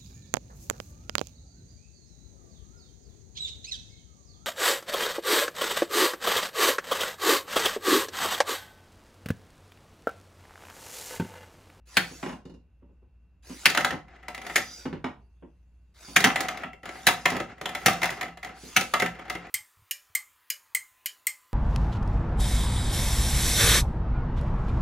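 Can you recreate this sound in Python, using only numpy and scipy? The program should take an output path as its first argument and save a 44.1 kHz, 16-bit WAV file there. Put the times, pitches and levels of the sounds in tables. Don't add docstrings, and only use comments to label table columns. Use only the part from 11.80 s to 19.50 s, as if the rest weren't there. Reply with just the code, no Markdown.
import sys
import numpy as np
from scipy import signal
from scipy.fft import rfft, irfft, next_fast_len
from scipy.io import wavfile
from scipy.ndimage import uniform_filter1d, map_coordinates

SR = 44100
rng = np.random.default_rng(int(sys.argv[2]) if len(sys.argv) > 2 else 0)


def waveform_to_disk(signal):
    frames = np.transpose(np.atleast_2d(signal))
    scaled = np.clip(frames, -1, 1) * 32767
    samples = np.round(scaled).astype(np.int16)
    wavfile.write(sys.argv[1], SR, samples)


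N = 339570
TIME = np.arange(N) / SR
AGE = np.arange(SR // 4) / SR
LOW_HZ, HIGH_HZ = 600, 3500

# start in seconds, level in dB, then thud, brightness
# and court ring in relative dB, clack pitch in Hz, crack pitch in Hz.
SNAPS = [(0.169, -7.5, -22, -12, -28, 1885, 4320), (1.856, -5, -28, -11, -34, 2260, 4690),
         (2.758, -10.5, -22.5, -10.5, -28.5, 1960, 7050), (4.362, -5, -26, -12.5, -23.5, 2076, 6850),
         (4.441, -7, -19, -11.5, -17.5, 1890, 5920), (5.268, -7.5, -20.5, -7.5, -21.5, 1690, 4040),
         (6.06, -8.5, -16, -7.5, -15, 2060, 5800), (6.964, -7.5, -24, -10.5, -20.5, 2100, 6100)]
# pitch in Hz, level in dB, 60 dB decay time in seconds.
COURT_MODES = [(713, -5.5, 0.24), (745.4, 3, 0.17), (781, -4.5, 0.27), (1275, -10.5, 0.13),
               (1319, -3.5, 0.22), (2010, -11, 0.31), (2040, -9, 0.28), (2460, -20.5, 0.11),
               (2750, -14.5, 0.37)]
BOARD_MODES = [(133.8, -9, 0.35), (172.4, -0.5, 0.44), (189.5, 0.5, 0.26), (245.3, -7, 0.43),
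               (308.3, -4.5, 0.29), (513, -7, 0.66)]
# start and stop in seconds, level in dB.
ROLLS = [(2.259, 2.608, -54.5), (2.628, 2.718, -42.5), (4.537, 4.71, -37), (4.717, 4.821, -43.5),
         (5.03, 5.16, -42.5), (5.202, 5.424, -48), (5.456, 5.61, -36.5), (5.681, 5.9, -50.5),
         (5.92, 6.485, -42), (6.619, 6.738, -42.5), (7.137, 7.48, -47), (7.477, 7.7, -44.5)]


def amp(db):
    return 10 ** (np.asarray(db) / 20)


def unit(x):
    return x / np.sqrt(np.mean(x ** 2) + 1e-20)


def along(points, hz):
    knots_hz, values = np.transpose(points)
    return np.interp(np.log(hz + 1), np.log(knots_hz + 1), values)


def fade(age, t60):
    return np.exp(-np.log(1000) * age / t60)


def wobble(rate):
    return map_coordinates(rng.standard_normal(int(N * rate / SR) + 4), [TIME * rate])


def filtered(x, response):
    length = x.shape[-1]
    padded = next_fast_len(length + 4096)
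    return irfft(rfft(x, padded) * response(np.fft.rfftfreq(padded, 1 / SR)), padded)[..., :length]


def noise(colour, size, shape=np.ones_like):
    # frequency in Hz, left-right likeness from 0 to 1.
    likeness = [(100, .96), (300, .92), (700, .76), (1200, .81), (2000, .89), (4000, .7), (6000, .5),
                (8500, .82), (14000, .91)]
    hz = np.fft.rfftfreq(size, 1 / SR)
    width = np.arccos(np.clip(along(likeness, hz), 0, 1)) / 2
    gain = amp(along(colour, hz)) * shape(hz)
    phases = np.exp(2j * np.pi * rng.random((2, len(hz))))
    mid, side = irfft(phases * gain * [np.cos(width), np.sin(width)], size)
    return unit(np.array([mid + side, mid - side]))


def add(track, start, sound):
    part = track[:, max(round(start * SR), 0):][:, :sound.shape[-1]]
    part += sound[..., :part.shape[1]]


def blow(colour, peaks, levels_db, t60s, attack, swell):
    def struck_spot(hz):
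        return amp(sum(db * np.exp(-(np.log2((hz + 1) / centre) / width) ** 2)
                       for centre, width, db in peaks))

    age = AGE[:6000]
    spectrum = rfft(noise(colour, len(age), struck_spot))
    bands = np.digitize(np.fft.rfftfreq(len(age), 1 / SR), [LOW_HZ, HIGH_HZ])
    out = 0
    for band, (db, t60, rise) in enumerate(zip(levels_db, t60s, [swell, attack, attack])):
        envelope = fade(age, t60) * (1 - np.exp(-age / rise))
        burst = irfft(spectrum * (bands == band)) * envelope
        out = out + amp(db) * unit(burst) * np.sqrt(np.mean(envelope ** 2))
    return out


def ring(modes, scatter_db, attack):
    hz, db, t60 = np.transpose(modes)[:, :, None]
    strength = amp(db + scatter_db * rng.standard_normal(hz.shape))
    pitch = hz * (1 + .01 * rng.standard_normal(hz.shape))
    phase = 2 * np.pi * rng.random(hz.shape)
    stereo_spread = .45 * np.minimum(hz / LOW_HZ, 1) * rng.standard_normal((2, *hz.shape))
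    waves = np.sin(2 * np.pi * pitch * AGE + phase + stereo_spread) * strength * fade(AGE, t60)
    return waves.sum(1) / np.linalg.norm(strength) * (1 - np.exp(-AGE / attack))


def in_room(x, wet_db):
    # frequency in Hz, 60 dB decay time in seconds.
    decay_times = [(100, 0.58), (260, 0.13), (700, 0.32), (2000, 0.24), (5000, .26), (13000, 0.2)]
    hz, age, spectra = signal.stft(noise([(1, 0), (SR, 0)], SR // 2), SR, nperseg=256)
    envelope = fade(age, along(decay_times, hz)[:, None]) * (1 - np.exp(-age / .004))
    tail = signal.istft(spectra * envelope, SR, nperseg=256)[1]
    return x + amp(wet_db) * signal.fftconvolve(x, tail / np.linalg.norm(tail[0]), axes=1)[:, :N]


def room_tone():
    # frequency in Hz, level in dB.
    air_colour = [(25, -19.5), (42, -17), (58, -1), (80, -7), (110, -16.5), (170, -18.5), (300, -29),
                  (600, -37.5), (1200, -41.5), (2200, -48.5), (2700, -41), (3100, -53.5), (8000, -65.5),
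                  (16000, -65.5)]
    hum_tones = [(59.3, -58.5), (177.6, -82), (1502, -96.5), (2708, -90.5)]
    hum = sum(amp(db) * np.sqrt(2) * np.sin(2 * np.pi * hz * TIME) for hz, db in hum_tones)
    return amp(-61.5) * noise(air_colour, N) + hum


def servo():
    # start and stop in seconds, level in dB, nominal motor speed in Hz,
    # whine on the way back in relative dB.
    strokes = [(0.056, 0.542, -45.5, 1136, -13.5), (1.625, 2.121, -44.5, 1035, -14.5),
               (2.617, 3.053, -45, 991.5, -2.5), (4.141, 4.618, -46.5, 1092, -20.5),
               (5.043, 5.561, -50.5, 1021, -4.5), (5.921, 6.399, -49, 1073, -8),
               (6.742, 7.251, -45, 1034, -28)]
    # multiple of the motor speed, level in dB.
    gear_orders = [(5, 0), (6, -2), (7, -9)]
    # frequency in Hz, level in dB.
    teeth_colour = [(180, -34.5), (300, -5.5), (1280, -11.5), (1410, -7), (4160, -9.5), (4830, -5),
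                    (5250, -16), (5900, -8), (7820, -9), (16000, -22.5)]
    spin_up_s, brake_s = .098, .035
    drive, motor_hz, whine_level = np.zeros((3, N))
    for start, stop, db, hz, return_db in strokes:
        reversal = min(snap[0] for snap in SNAPS if snap[0] > start)
        power_times = [start, min(start + spin_up_s, reversal), reversal, stop - brake_s, stop + brake_s]
        power = amp(db) * np.interp(TIME, power_times, [.08, 1.1, 1.05, .54, .0047], left=0)
        drive += power
        whine_level += power * amp(np.where(TIME < reversal, -17, return_db))
        speed_times = [start, start + .08, reversal, reversal + .02, reversal + .07, stop]
        motor_hz += hz * np.interp(TIME, speed_times, [.7, .95, 1.03, .8, 1.02, .935], left=0, right=0)
    flutter = .017 * wobble(400) + .012 * wobble(45)
    angle = 2 * np.pi * np.cumsum(motor_hz * (1 + flutter)) / SR
    partials = sum(amp(db) * np.sin(order * angle) for order, db in gear_orders)
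    whine = unit(partials * amp(3 * wobble(110)))
    chatter = signal.stft(noise(teeth_colour, N) * amp(2.2 * wobble(500)), nperseg=512)[2]
    patches = uniform_filter1d(rng.standard_normal(chatter.shape[1:]), size=5, axis=0)
    patches = unit(uniform_filter1d(patches, size=7, axis=1))
    teeth = unit(signal.istft(chatter * amp(4 * patches), nperseg=512)[1][:, :N])
    return in_room(amp(-5.5) * drive * teeth + amp(-1) * whine_level * whine, wet_db=-2.5)


def launcher_snaps():
    # frequency in Hz, level in dB.
    colour = [(53, -35.5), (90, -12.5), (192, -0.5), (510, -7), (737, -14.5), (1110, -12), (1290, -6),
              (2000, -7), (3290, -7.5), (6870, -14.5), (8720, -15), (10100, -18.5), (13200, -18.5),
              (14700, -18.5), (16000, -28)]
    # delay in seconds, level and extra crack in dB.
    bursts = [(-.004, -23, 2), (0, -.5, 7), (.0055, -3, 7), (.012, -14, 10)]
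    out = np.zeros((2, N))
    for start, db, thud_db, bright_db, ring_db, clack_hz, crack_hz in SNAPS:
        peaks = [(clack_hz, .3, 9), (crack_hz, .08, 9), (12000, .5, bright_db + 11.5)]
        for delay, hit_db, crack_db in bursts:
            bands_db = [thud_db + 5.5, -1, bright_db + crack_db]
            hit = blow(colour, peaks, bands_db, t60s=[.11, .042, .026], attack=.00061, swell=.0071)
            add(out, start + delay, amp(db + hit_db) * hit)
        add(out, start, amp(db + ring_db + 6) * ring(COURT_MODES, scatter_db=.5, attack=.00074))
        add(out, start, amp(db + thud_db - 2.5) * ring(BOARD_MODES, scatter_db=2.5, attack=.0023))
    return in_room(out, wet_db=-8)


def frame_knocks():
    # start in seconds, level in dB, clack and brightness
    # in relative dB, thud pitch in Hz, number of contacts, gap between them in seconds.
    bumps = [(0.31, -39.5, -12, -24, 180, 1, 0), (0.428, -28, -1.5, -11, 198, 4, .032),
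             (0.652, -37.5, -14.5, -11, 185, 3, .043), (1.019, -48, -12.5, -37, 184, 2, .071),
             (1.219, -53, -10, -37, 241, 1, 0), (1.696, -34, -15, -17, 322, 1, 0),
             (2.124, -28.5, -2.5, -11, 162.8, 1, 0), (3.054, -25.5, -8.5, -18.5, 290, 2, .073),
             (3.242, -26.5, 0.5, -12, 276, 1, 0), (3.623, -39.5, -11, -44, 347, 1, 0),
             (4.281, -39.5, -8.5, -9, 200, 1, 0), (4.453, -22, 5.5, -3.5, 282, 1, 0),
             (4.842, -37, -15.5, -11, 190, 1, 0), (5.519, -28, -1, -8, 300, 2, .028),
             (6.833, -38.5, -21, -16, 251, 1, 0)]
    # frequency in Hz, level in dB.
    colour = [(47, -40), (80, -16), (160, -2.5), (300, -1), (430, -5), (640, -11.5), (950, -10.5),
              (1300, -13), (2200, -17), (3500, -26), (7000, -38.5), (15000, -59)]
    # pitch in Hz, level in dB, 60 dB decay time in seconds.
    weight_modes = [(2460, 0, 0.063), (2897, -1, 0.18), (2802, 4, 0.15)]
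    rebound_loss_db = 3
    out = np.zeros((2, N))
    for first_s, first_db, clack_db, bright_db, thud_hz, count, gap_s in bumps:
        for k in range(count):
            start, db = first_s + k * gap_s, first_db - k * rebound_loss_db
            press_s = .0013 * amp(-.7 * (db + 28))
            dull_db = .76 * min(db + 33, 0)
            peaks = [(thud_hz, .3, 3), (930, .15, 3), (2200, .9, dull_db)]
            bands_db = [-1.5, clack_db - .5, bright_db - 4.5 + .35 * dull_db]
            knock = blow(colour, peaks, bands_db, [.13, .08, .06], attack=press_s, swell=press_s + .00085)
            clink = ring(weight_modes, scatter_db=2, attack=press_s)
            add(out, start, amp(db) * knock)
            add(out, start, amp(db + bright_db - 8) * clink)
    pan = amp([[-.64], [.64]])
    return in_room(out * pan, wet_db=-2.5)


def ball_bounces():
    # start in seconds, level in dB, thud and brightness in relative dB,
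    # clack pitch in Hz.
    bounces = [(1.899, -16.5, -12.5, -4, 2060), (1.948, -13.5, -18, -9.5, 2190),
               (1.973, -6.5, -14.5, -11, 1440), (2.007, -15.5, -26, -14, 1930),
               (2.046, -7.5, -18, -10.5, 1380), (2.106, -16.5, -14, -15, 1780),
               (2.432, -39.5, -14, -20, 1980), (2.482, -22.5, -15, -11, 2040),
               (2.546, -25.5, -25, -8.5, 2020), (2.577, -27.5, -12, -11.5, 1990),
               (2.615, -29.5, -20, -10.5, 2080), (2.665, -25, -12, -9, 1950), (2.697, -23, -17, -20, 1880),
               (2.778, -18, -12, -5, 2010), (4.404, -15, -11, -4, 1960), (4.47, -22, -15, -1, 1360),
               (4.501, -15, -28, -29, 1970), (4.558, -10, -20, -13.5, 1980),
               (4.605, -14.5, -13, -5.5, 1920), (4.684, -15.5, -28, -10, 1980),
               (4.772, -26, -25, -10, 2090), (4.834, -19, -36, -25, 1890), (4.931, -34, -10.5, -19, 2110),
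               (5.055, -26, -21, -11.5, 1360), (5.09, -26, -12, -13, 2090), (5.285, -6.5, -17, -9, 1220),
               (5.455, -3.5, -19.5, -13.5, 1890), (5.501, -19.5, -22, -6.5, 1940),
               (5.565, -22.5, -6.5, -9.5, 2200), (5.6, -19.5, -4.5, -12.5, 1260),
               (5.812, -24, -7, -10.5, 2110), (5.856, -16.5, -14, -10.5, 3200),
               (5.89, -24.5, -14, -10, 1920), (5.949, -17.5, -18, -10, 2120),
               (6.081, -6.5, -23, -12.5, 1230), (6.131, -22, -33, -6.5, 1860),
               (6.217, -16.5, -29, -11, 2140), (6.23, -9.5, -16.5, -11.5, 2040),
               (6.241, -13.5, -18.5, -11, 1880), (6.255, -18.5, -33, -5, 1390), (6.29, -19, -36, -22, 1920),
               (6.303, -22.5, -14, -6, 1580), (6.41, -17, -22, -11, 1950), (6.428, -21.5, -11.5, -12, 2160),
               (6.572, -34, -14, -11, 1320), (6.629, -23.5, -26, -14.5, 1980), (6.646, -25, -35, -11, 1940),
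               (7.009, -17.5, -11.5, -3.5, 2580), (7.137, -6, -21, -13, 1220), (7.198, -13, -17, -8, 2010),
               (7.221, -9, -9, -15, 1860), (7.26, -17, -29, -12.5, 1850), (7.393, -31, -8.5, -17.5, 1360),
               (7.498, -17.5, -17.5, -9, 1980), (7.55, -22, -8, -15.5, 2100)]
    # frequency in Hz, level in dB.
    colour = [(50, -43.5), (90, -18.5), (180, -13), (450, -8), (620, -9.5), (1000, -11.5), (1300, -10.5),
              (2000, -9), (2600, -13), (4000, -21), (7000, -23.5), (10000, -29), (14500, -30.5),
              (16000, -38)]
    out = np.zeros((2, N))
    for start, db, thud_db, bright_db, clack_hz in bounces + faint_taps():
        peaks = [(clack_hz, .13, 9), (3700, .2, 3)]
        bands_db = [thud_db - 4, -2.5, bright_db + 2]
        tap = blow(colour, peaks, bands_db, t60s=[.11, .042, .03], attack=.0023, swell=.0022)
        ring_db = -35.5 + .8 * (db + 22)
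        add(out, start, amp(db) * tap)
        add(out, start, amp(ring_db) * ring(COURT_MODES, scatter_db=2.5, attack=.0016))
        add(out, start, amp(db + thud_db - 13) * ring(BOARD_MODES, scatter_db=2.5, attack=.0021))
    return in_room(out, wet_db=-6)


def rolling(attack_s=.027, release_s=.043, ribs_per_s=170):
    level = 0
    for start, stop, db in ROLLS:
        build = np.clip((TIME - start) / attack_s, 0, 1)
        level += amp(db) * build * np.exp(-np.maximum(TIME - stop, 0) / release_s)
    ribs = (rng.random(N) < ribs_per_s / SR) * rng.uniform(.16, 1, N) * rng.choice([-1, 1], N)
    shell = ring(COURT_MODES, scatter_db=2, attack=.001)
    patter = unit(signal.fftconvolve(ribs[None], shell, axes=1)[:, :N])
    # frequency in Hz, level in dB.
    colour = [(59, -42.5), (100, -8.5), (269, -3.5), (418, -5.5), (592, -12.5), (738, 3), (903, -11),
              (1380, -5.5), (1560, -7), (1990, -7), (3570, -21.5), (4530, -24), (8000, -33), (10400, -68),
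              (17600, -120)]
    rumble = noise(colour, N) * amp(2.95 * wobble(50))
    return level * (amp(-17) * patter + amp(-3.5) * rumble)


def faint_taps(taps_per_s=14, thud_db=-9, bright_db=-17, clack_hz=1996):
    taps = []
    for start, stop, roll_db in ROLLS:
        for k, (jitter, force) in enumerate(rng.random((32, 2))):
            when = start + (k + jitter) / taps_per_s
            if when < stop:
                taps.append((when, roll_db + 7.5 + 4 * force, thud_db, bright_db, clack_hz))
    return taps


def scene():
    return launcher_snaps() + rolling() + frame_knocks() + servo() + room_tone() + ball_bounces()


def record(dry, ceiling=.9, top_hz=15800):
    # frequency in Hz, left minus right in dB.
    balance = [(300, 0), (750, 1), (1800, 1.3), (3000, -0.5), (5500, -2.5), (8000, 0.5)]
    # frequency in Hz, lead of the left in radians.
    left_lead = [(200, 0), (1300, -.45), (2600, 0), (5000, .9), (7000, .6), (8400, 3), (10400, .1),
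                 (11200, -.2), (13300, -3.1), (15400, -6.2)]
    sides = np.array([[.5], [-.5]])
    stereo = filtered(dry, lambda hz: amp(sides * along(balance, hz))
                      * np.exp(1j * sides * along(left_lead, hz)))
    rounded = stereo / (1 + np.abs(stereo / ceiling) ** 6) ** (1 / 6)
    return filtered(rounded, lambda hz: 1 / np.sqrt(1 + (hz / top_hz) ** 120))


dry = scene()
out = record(dry)
waveform_to_disk(out)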